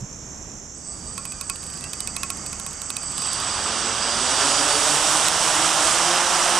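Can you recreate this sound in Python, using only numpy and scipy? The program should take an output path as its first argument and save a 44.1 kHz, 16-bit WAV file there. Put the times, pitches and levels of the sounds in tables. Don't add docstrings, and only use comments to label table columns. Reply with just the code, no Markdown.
import sys
import numpy as np
from scipy import signal
from scipy.fft import rfft, irfft, next_fast_len
from scipy.io import wavfile
from scipy.ndimage import map_coordinates

SR = 44100
rng = np.random.default_rng(int(sys.argv[2]) if len(sys.argv) > 2 else 0)


def inscribe(sig):
    pcm = np.round(np.clip(np.atleast_2d(sig).T, -1, 1) * 32767)
    wavfile.write(sys.argv[1], SR, pcm.astype(np.int16))


def boost_factor(decibels):
    exponent = np.asarray(decibels, float) / 20
    return 10 ** exponent


N = 290883
T = np.arange(N) / SR

# motor level in dB, left-right balance in dB, blade level in dB.
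ROTORS = [(-3, 0, -3), (-8, -3, -1), (-7, 2, -5)]
# pitch in Hz, level in dB.
CLOCKS = [(8010.8, 0), (8015.87, -3), (8005.73, -7)]
# magnet rate in Hz, then switching tone, housing ring,
# side tones and cogging in dB.
MOTOR_LEVELS = [(10, -47, -49, -47, -72), (199, -44, -46.5, -46.5, -58), (310, -49.5, -44, -45.5, -55.5),
                (348, -45, -47.5, -47, -58.5), (465, -37, -35.5, -36.5, -58), (500, -35, -33.5, -40.5, -60),
                (740, -38.5, -37.5, -40, -50), (946, -41, -32.5, -33.5, -41), (1130, -37, -53, -39.5, -63),
                (1240, -46, -46, -43, -60)]
# offset in multiples of the shaft rate, level in dB.
SIDE_TONES = [(14, 0), (-14, -2), (1, -5), (-1, -2), (-2, -7)]
# centre in Hz, width in Hz, level in dB.
HOUSING = [(1180, 150, 0), (4682, 150, 6), (4920, 71, 4.5), (5170, 220, -8.5), (8010, 370, 5.5),
           (8570, 260, 2)]
# start and end in seconds, start and end pitch in Hz, level in dB.
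SQUEALS = [(1.68, 1.78, 1540, 1555, -58), (1.81, 1.88, 2620, 2740, -51), (1.99, 2.06, 2950, 3030, -53),
           (2.17, 2.24, 2680, 2700, -56), (3.96, 4.12, 4750, 4760, -40), (4.01, 4.2, 4990, 4720, -38),
           (4.46, 4.64, 4720, 4760, -38), (4.48, 4.64, 4940, 4960, -40), (4.54, 4.63, 4630, 4570, -36),
           (4.66, 4.8, 4590, 4610, -35), (4.84, 4.92, 4590, 4610, -35), (6.02, 6.22, 4860, 5060, -37)]


def motors():
    whine_db, ring_db, side_db, cog_db = at_speed(MOTOR_LEVELS)
    in_step_s = 1.3
    waver = 0.5 * wobble(30)
    out = np.zeros((2, N))
    for angle, (motor_db, pan_db, _), (clock_hz, clock_db) in zip(shaft_angles(), ROTORS, CLOCKS):
        switching = 2 * np.pi * clock_hz * (T - in_step_s)
        whine_gain = boost_factor(whine_db + clock_db + 0.63 * wobble(5.88))
        whine = np.sqrt(2) * whine_gain * np.cos(switching + waver)
        side_tones = sum(boost_factor(level_db) * tone(switching + k * angle, drift=0.4, flutter_db=2.5, rate=25)
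                         for k, level_db in SIDE_TONES)
        cogging = tone(84 * angle, drift=0.6, flutter_db=3, rate=20)
        magnets = boost_factor(motor_db + side_db) * side_tones + boost_factor(motor_db + cog_db) * cogging
        out += whine + placed(magnets, pan_db)
    ring_gain = boost_factor(ring_db + 3.5 + 0.81 * wobble(14)) * fade_in(0.72, 0.18)
    out += ring_gain * rush(resonances(HOUSING))
    out += boost_factor(3.2) * glides(SQUEALS)
    return out * fade_in(0.745, 0.016)


# magnet rate in Hz, then roar, swish, hiss and
# blade tone in dB.
AIR_LEVELS = [(10, -53, -58, -54, -61), (200, -57, -59, -56.5, -61.5), (360, -45, -58, -53.5, -62.5),
              (470, -40, -40, -49, -56.5), (612, -33, -35.5, -44, -57.5), (751, -29, -32, -42, -45.5),
              (914, -25.5, -27, -34, -40.5), (1030, -25, -27.5, -28.5, -40), (1310, -22.5, -28, -29.5, -41)]
# frequency in Hz, level in dB per Hz.
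ROAR = [(59, -61), (100, -19), (155, -43), (211, -12.5), (310, -9), (415, -6), (716, 1.5), (1270, 4),
        (2190, -7), (2400, -5.5), (3120, -4.5), (5280, -120)]
SWISH = [(1300, -34), (2250, -38), (2700, -2), (3400, 2.5), (4300, -3), (4800, 0.5), (5800, 3.5),
         (7400, -5.5), (9900, -20), (16700, -120)]
HISS = [(4120, -12), (7000, -6), (7380, -3.5), (8140, 0.5), (9380, -5), (10400, -14), (14000, -31.5),
        (15200, -42), (16200, -78)]
# multiple of the blade rate, level in dB.
BLADE_TONES = [(1, -9.5), (2, -4), (3, -2.5), (4, -1), (5, -3), (6, -6.5)]


def propellers():
    roar_db, swish_db, hiss_db, tone_db = at_speed(AIR_LEVELS)
    blades = [2 * angle for angle in shaft_angles()]
    blades.append(0.97 * blades[1])
    passes = sum(np.cos(blade + wobble(12)) for blade in blades)
    gust = 0.6 * wobble(9)

    roar_gain = boost_factor(roar_db + 0.19 * gust + 0.53 * wobble(25))
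    out = roar_gain * rush(shade(ROAR), gate=boost_factor(0.71 * passes))
    swish_gain = boost_factor(swish_db + 2 + 0.31 * gust + 0.39 * wobble(25))
    out += swish_gain * rush(shade(SWISH), gate=boost_factor(0.35 * passes))
    hiss_gain = boost_factor(hiss_db + 4 + 0.8 * gust + 0.5 * wobble(25))
    out += hiss_gain * rush(shade(HISS), gate=boost_factor(0.7 * passes))

    for blade, (_, pan_db, blade_db) in zip(blades, ROTORS + [(0, 0, -3)]):
        lift = sum(boost_factor(level_db) * tone(round(k) * blade, drift=1.3, flutter_db=4, rate=20)
                   for k, level_db in BLADE_TONES)
        out += placed(boost_factor(tone_db + blade_db) * lift, pan_db / 4)
    return lawn_echo(out) * fade_in(0.75, 0.31)


def lawn_echo(x):
    dip_hz, width_hz, depth = 476, 30, 0.61
    return filtered(x, lambda hz: 1 - depth / (1 + ((hz - dip_hz) / width_hz) ** 2))


# time in seconds, then magnet passing rate in Hz (14 a turn) of the
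SPIN = [(.74, 10, 10, 10), (.9, 125, 110, 95), (1.1, 205, 180, 160), (1.5, 290, 260, 225),
        (2, 342, 315, 283), (2.5, 364, 345, 315), (2.95, 372, 365, 335), (3.15, 555, 400, 350),
        (3.35, 735, 560, 480), (3.5, 790, 665, 580), (3.8, 800, 790, 655), (4.08, 815, 810, 665),
        (4.45, 995, 975, 835), (4.9, 1105, 1050, 945), (5.15, 1135, 1095, 1050), (5.85, 1200, 1125, 1085),
        (6.05, 1225, 1225, 1190), (6.2, 1265, 1248, 1217)]


def shaft_angles():
    return [2 * np.pi * np.cumsum(hz / 14) / SR for hz in curves(SPIN)]


def at_speed(rows):
    speed, *columns = np.transpose(rows)
    mean_hz = np.mean(curves(SPIN), axis=0)
    return [np.interp(mean_hz, speed, column) for column in columns]


# time in seconds, peak in dB, high ring in dB, low ring in dB.
FLICKS = [(1.1782, -26.5, -15, 3.5), (1.2524, -27, -11.5, -4), (1.32, -29.5, -13, -20),
          (1.4111, -24, -14, -1), (1.4975, -21, -10, 1.5), (1.5575, -32.5, -23, -20),
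          (1.84, -29.5, -16, -17), (1.9325, -24, -15, -6), (2.004, -22.5, -29, -9), (2.073, -23, -13, -24),
          (2.164, -21, -11.5, -4.5), (2.232, -18.5, -10.5, 1), (2.3019, -21, -16, 0),
          (2.371, -35, -48, -29), (2.4622, -29, -17, -6), (2.5288, -28.5, -10.5, 0), (2.5972, -26, -26, -3),
          (2.6637, -26, -16, -1), (2.8168, -27.5, -26, -2), (2.9023, -21.5, -15, -8),
          (2.9668, -23, -13.5, -7), (3.031, -34, -14, 2), (3.1167, -33, -13, -12), (3.1794, -23.5, -18, -7),
          (3.2194, -26.5, -13, 2), (3.269, -32, -8, 3), (3.331, -24, -24, -20), (3.401, -29, -17, -8),
          (4.6117, -45.5, -6, -3), (5.283, -15.5, -16, -28)]
# first touch in seconds, number of touches, peak in dB.
BRUSHES = [
    (.0074, 1, -44),
    (1.637, 1, -35),
    (5.165, 1, -34),
    (6.475, 1, -30),
    (1.6285, 6, -34),
    (2.248, 1, -38),
    (2.7096, 1, -38),
    (2.7302, 1, -33),
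]
# frequency in Hz, level in dB.
SNAP = [(600, -13), (1800, -9.5), (3200, -6), (4500, -5), (6500, -4.5), (8700, 3.5), (10000, -8),
        (11200, -5), (12500, -24.5), (14200, -13), (16500, -44)]
# pitch in Hz, level in dB, 60 dB decay in seconds.
HIGH_RING = [(2541, 1, 0.064), (2290, -10.5, 0.084)]
LOW_RING = [(1100, -2.5, 0.093), (1367, -8, 0.085)]


def flicks():
    gap_s = 0.036
    hits = [(*row, -7.5) for row in FLICKS]
    for first_s, touches, db in BRUSHES:
        hits += [(first_s + k * gap_s, db, -17, -13, -4) for k in range(touches)]

    t = np.arange(SR // 8) / SR
    snaps, rings = np.zeros((2, N + SR)), np.zeros((2, N + SR))
    for s, db, high_db, low_db, pan_db in hits:
        i = round(s * SR)
        shared, own = rng.standard_normal(len(t)), rng.standard_normal((2, len(t)))
        snap_shape = boost_factor(-60 * t / 0.015) * (1 - np.exp(-t / 0.00089))
        burst = (shared + 0.5 * own) * snap_shape
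        snaps[:, i:i + len(t)] += placed(boost_factor(db + 13.5) * burst, pan_db + 5.5)
        body = boost_factor(high_db + 3.5) * blade_ring(HIGH_RING, t) + boost_factor(low_db - 6.5) * blade_ring(LOW_RING, t)
        body = body * (1 - np.exp(-t / 0.00051))
        rings[:, i:i + len(t)] += placed(boost_factor(db) * body, pan_db + 7)
    return filtered(snaps[:, :N], shade(SNAP)) + rings[:, :N]


def blade_ring(modes, t):
    return sum(boost_factor(db + rng.normal(0, 1) - 60 * t / t60) * np.sin(2 * np.pi * hz * t)
               for hz, db, t60 in modes)


def surroundings():
    return cicadas() + far_away() + bump()


# centre in Hz, width in Hz, level in dB.
CHORUS = [(5620, 890, -10.5), (6420, 660, -7), (7260, 500, -6.5), (8260, 650, -24)]
# time in seconds, level in dB.
CHORUS_LEVEL = [
    (0, -41.5),
    (.4, -39),
    (1.2, -44),
    (2.4, -38.5),
    (6.6, -42),
]
# start and end in seconds, start and end pitch in Hz, level in dB.
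PEEPS = [
    (0, .62, 2390, 2440, -69),
    (1.08, 1.5, 2400, 2400, -59.5),
]
# frequency in Hz, left-right likeness from 0 to 1.
FAR_ALIKE = [(60, 0.92), (150, 0.97), (380, 0.84), (950, 0.6), (2380, 0.011), (5980, 0.91), (15000, 0.0)]


def cicadas():
    clicks = np.exp(0.7 * np.cos(2 * np.pi * 367 * T + 0.6 * wobble(9)))
    song = rush(resonances(CHORUS), gate=clicks, alike=FAR_ALIKE)
    song = filtered(song, lambda hz: 1 / (1 + (5150 / (hz + 1)) ** 40))
    return boost_factor(curves(CHORUS_LEVEL)[0] + 0.28 * wobble(21)) * song + glides(PEEPS)


# frequency in Hz, level in dB per Hz.
FAR = [(18, -40), (30, -2), (60, -4.5), (190, -4), (400, -12), (1100, -17.5), (2000, -23), (4200, -31.5),
       (9000, -39), (16000, -49)]
# pitch in Hz, rms level in dB.
HUM = [(37, -59.5), (71, -53)]
# time in seconds, gain in dB.
DUCK = [
    (0, 2),
    (3.5, 2),
    (4.5, 1.5),
    (5.5, -3),
    (6.6, -7),
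]


def far_away():
    rumble = boost_factor(-44.5 + 1.2 * wobble(3.98)) * rush(shade(FAR), alike=FAR_ALIKE)
    hum = sum(boost_factor(db) * tone(2 * np.pi * hz * T, drift=0.14, flutter_db=1.5, rate=6) for hz, db in HUM)
    return boost_factor(curves(DUCK)[0]) * (rumble + hum)


def bump():
    swell = np.exp(-((T - 0.032) / 0.018) ** 4)
    low = np.cos(2 * np.pi * 124 * (T - 0.0275))
    high = 0.52 * np.cos(2 * np.pi * 190 * (T - 0.028))
    return boost_factor(-28.5) * swell * (low + high)


def tone(phase, drift, flutter_db, rate):
    level = np.sqrt(2) * boost_factor(flutter_db * wobble(rate))
    return level * np.sin(phase + drift * wobble(rate) + rng.uniform(0, 2 * np.pi))


def glides(rows):
    out = np.zeros(N)
    for start, end, from_hz, to_hz, db in rows:
        u = np.clip((T - start) / (end - start), 0, 1)
        phase = 2 * np.pi * np.cumsum(from_hz + (to_hz - from_hz) * u) / SR
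        swell = np.sqrt(np.abs(np.sin(np.pi * u))) * (u < 1)
        out += boost_factor(db) * swell * tone(phase, drift=0.9, flutter_db=2.5, rate=30)
    return out


# frequency in Hz, left-right likeness from 0 to 1.
ALIKE = [(60, 1), (180, 1), (550, 0.95), (1650, 0.99), (4970, 0.95), (15000, 0.25)]


def rush(gain, gate=1, alike=ALIKE):
    def turn(hz):
        return np.arccos(np.clip(along(alike, hz), 0, 1)) / 2
    pair = gate * rng.standard_normal((2, N))
    mid, side = filtered(pair, lambda hz: gain(hz) * [np.cos(turn(hz)), np.sin(turn(hz))])
    return unit(np.array([mid + side, mid - side]))


def resonances(modes):
    return lambda f: np.sqrt(sum((boost_factor(db) / (1 + (2 * (f - hz) / width) ** 2)) ** 2
                                 for hz, width, db in modes))


def shade(spectrum):
    return lambda hz: boost_factor(along(spectrum, hz))


def filtered(x, response):
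    m = next_fast_len(N + 8192)
    return irfft(rfft(x, m) * response(np.fft.rfftfreq(m, 1 / SR)), m)[..., :N]


def along(points, hz):
    f, v = np.transpose(points)
    return np.interp(np.log(hz + 1), np.log(f + 1), v)


def curves(rows):
    s, *columns = np.transpose(rows)
    return [np.interp(T, s, column) for column in columns]


def wobble(rate):
    return map_coordinates(rng.standard_normal(int(N * rate / SR) + 4), [T * rate])


def fade_in(start_s, length_s):
    return np.clip((T - start_s) / length_s, 0, 1)


def placed(x, pan_db):
    return x * boost_factor([[pan_db / 2], [-pan_db / 2]])


def unit(x):
    return x / np.sqrt(np.mean(x ** 2) + 1e-20)


def scene():
    return motors() + propellers() + flicks() + surroundings()


# frequency in Hz, left over right in dB.
LEAN = [(60, -3.5), (150, -3.5), (380, -3.5), (950, -3.5), (2380, -5.5), (5980, -6.5), (15000, -5.5)]


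def microphones(x):
    return filtered(x, lambda hz: boost_factor(np.outer([0.5, -0.5], along(LEAN, hz))))


def top_cut(x):
    return signal.sosfilt(signal.butter(12, 15800, fs=SR, output="sos"), x)


def record(dry):
    x = microphones(dry)
    since = T - 5.288
    duck_db = -4 * (since > 0) * np.exp(-np.abs(since) / 0.029)
    return top_cut(x * boost_factor(duck_db))


dry = scene()
out = record(dry)
inscribe(out)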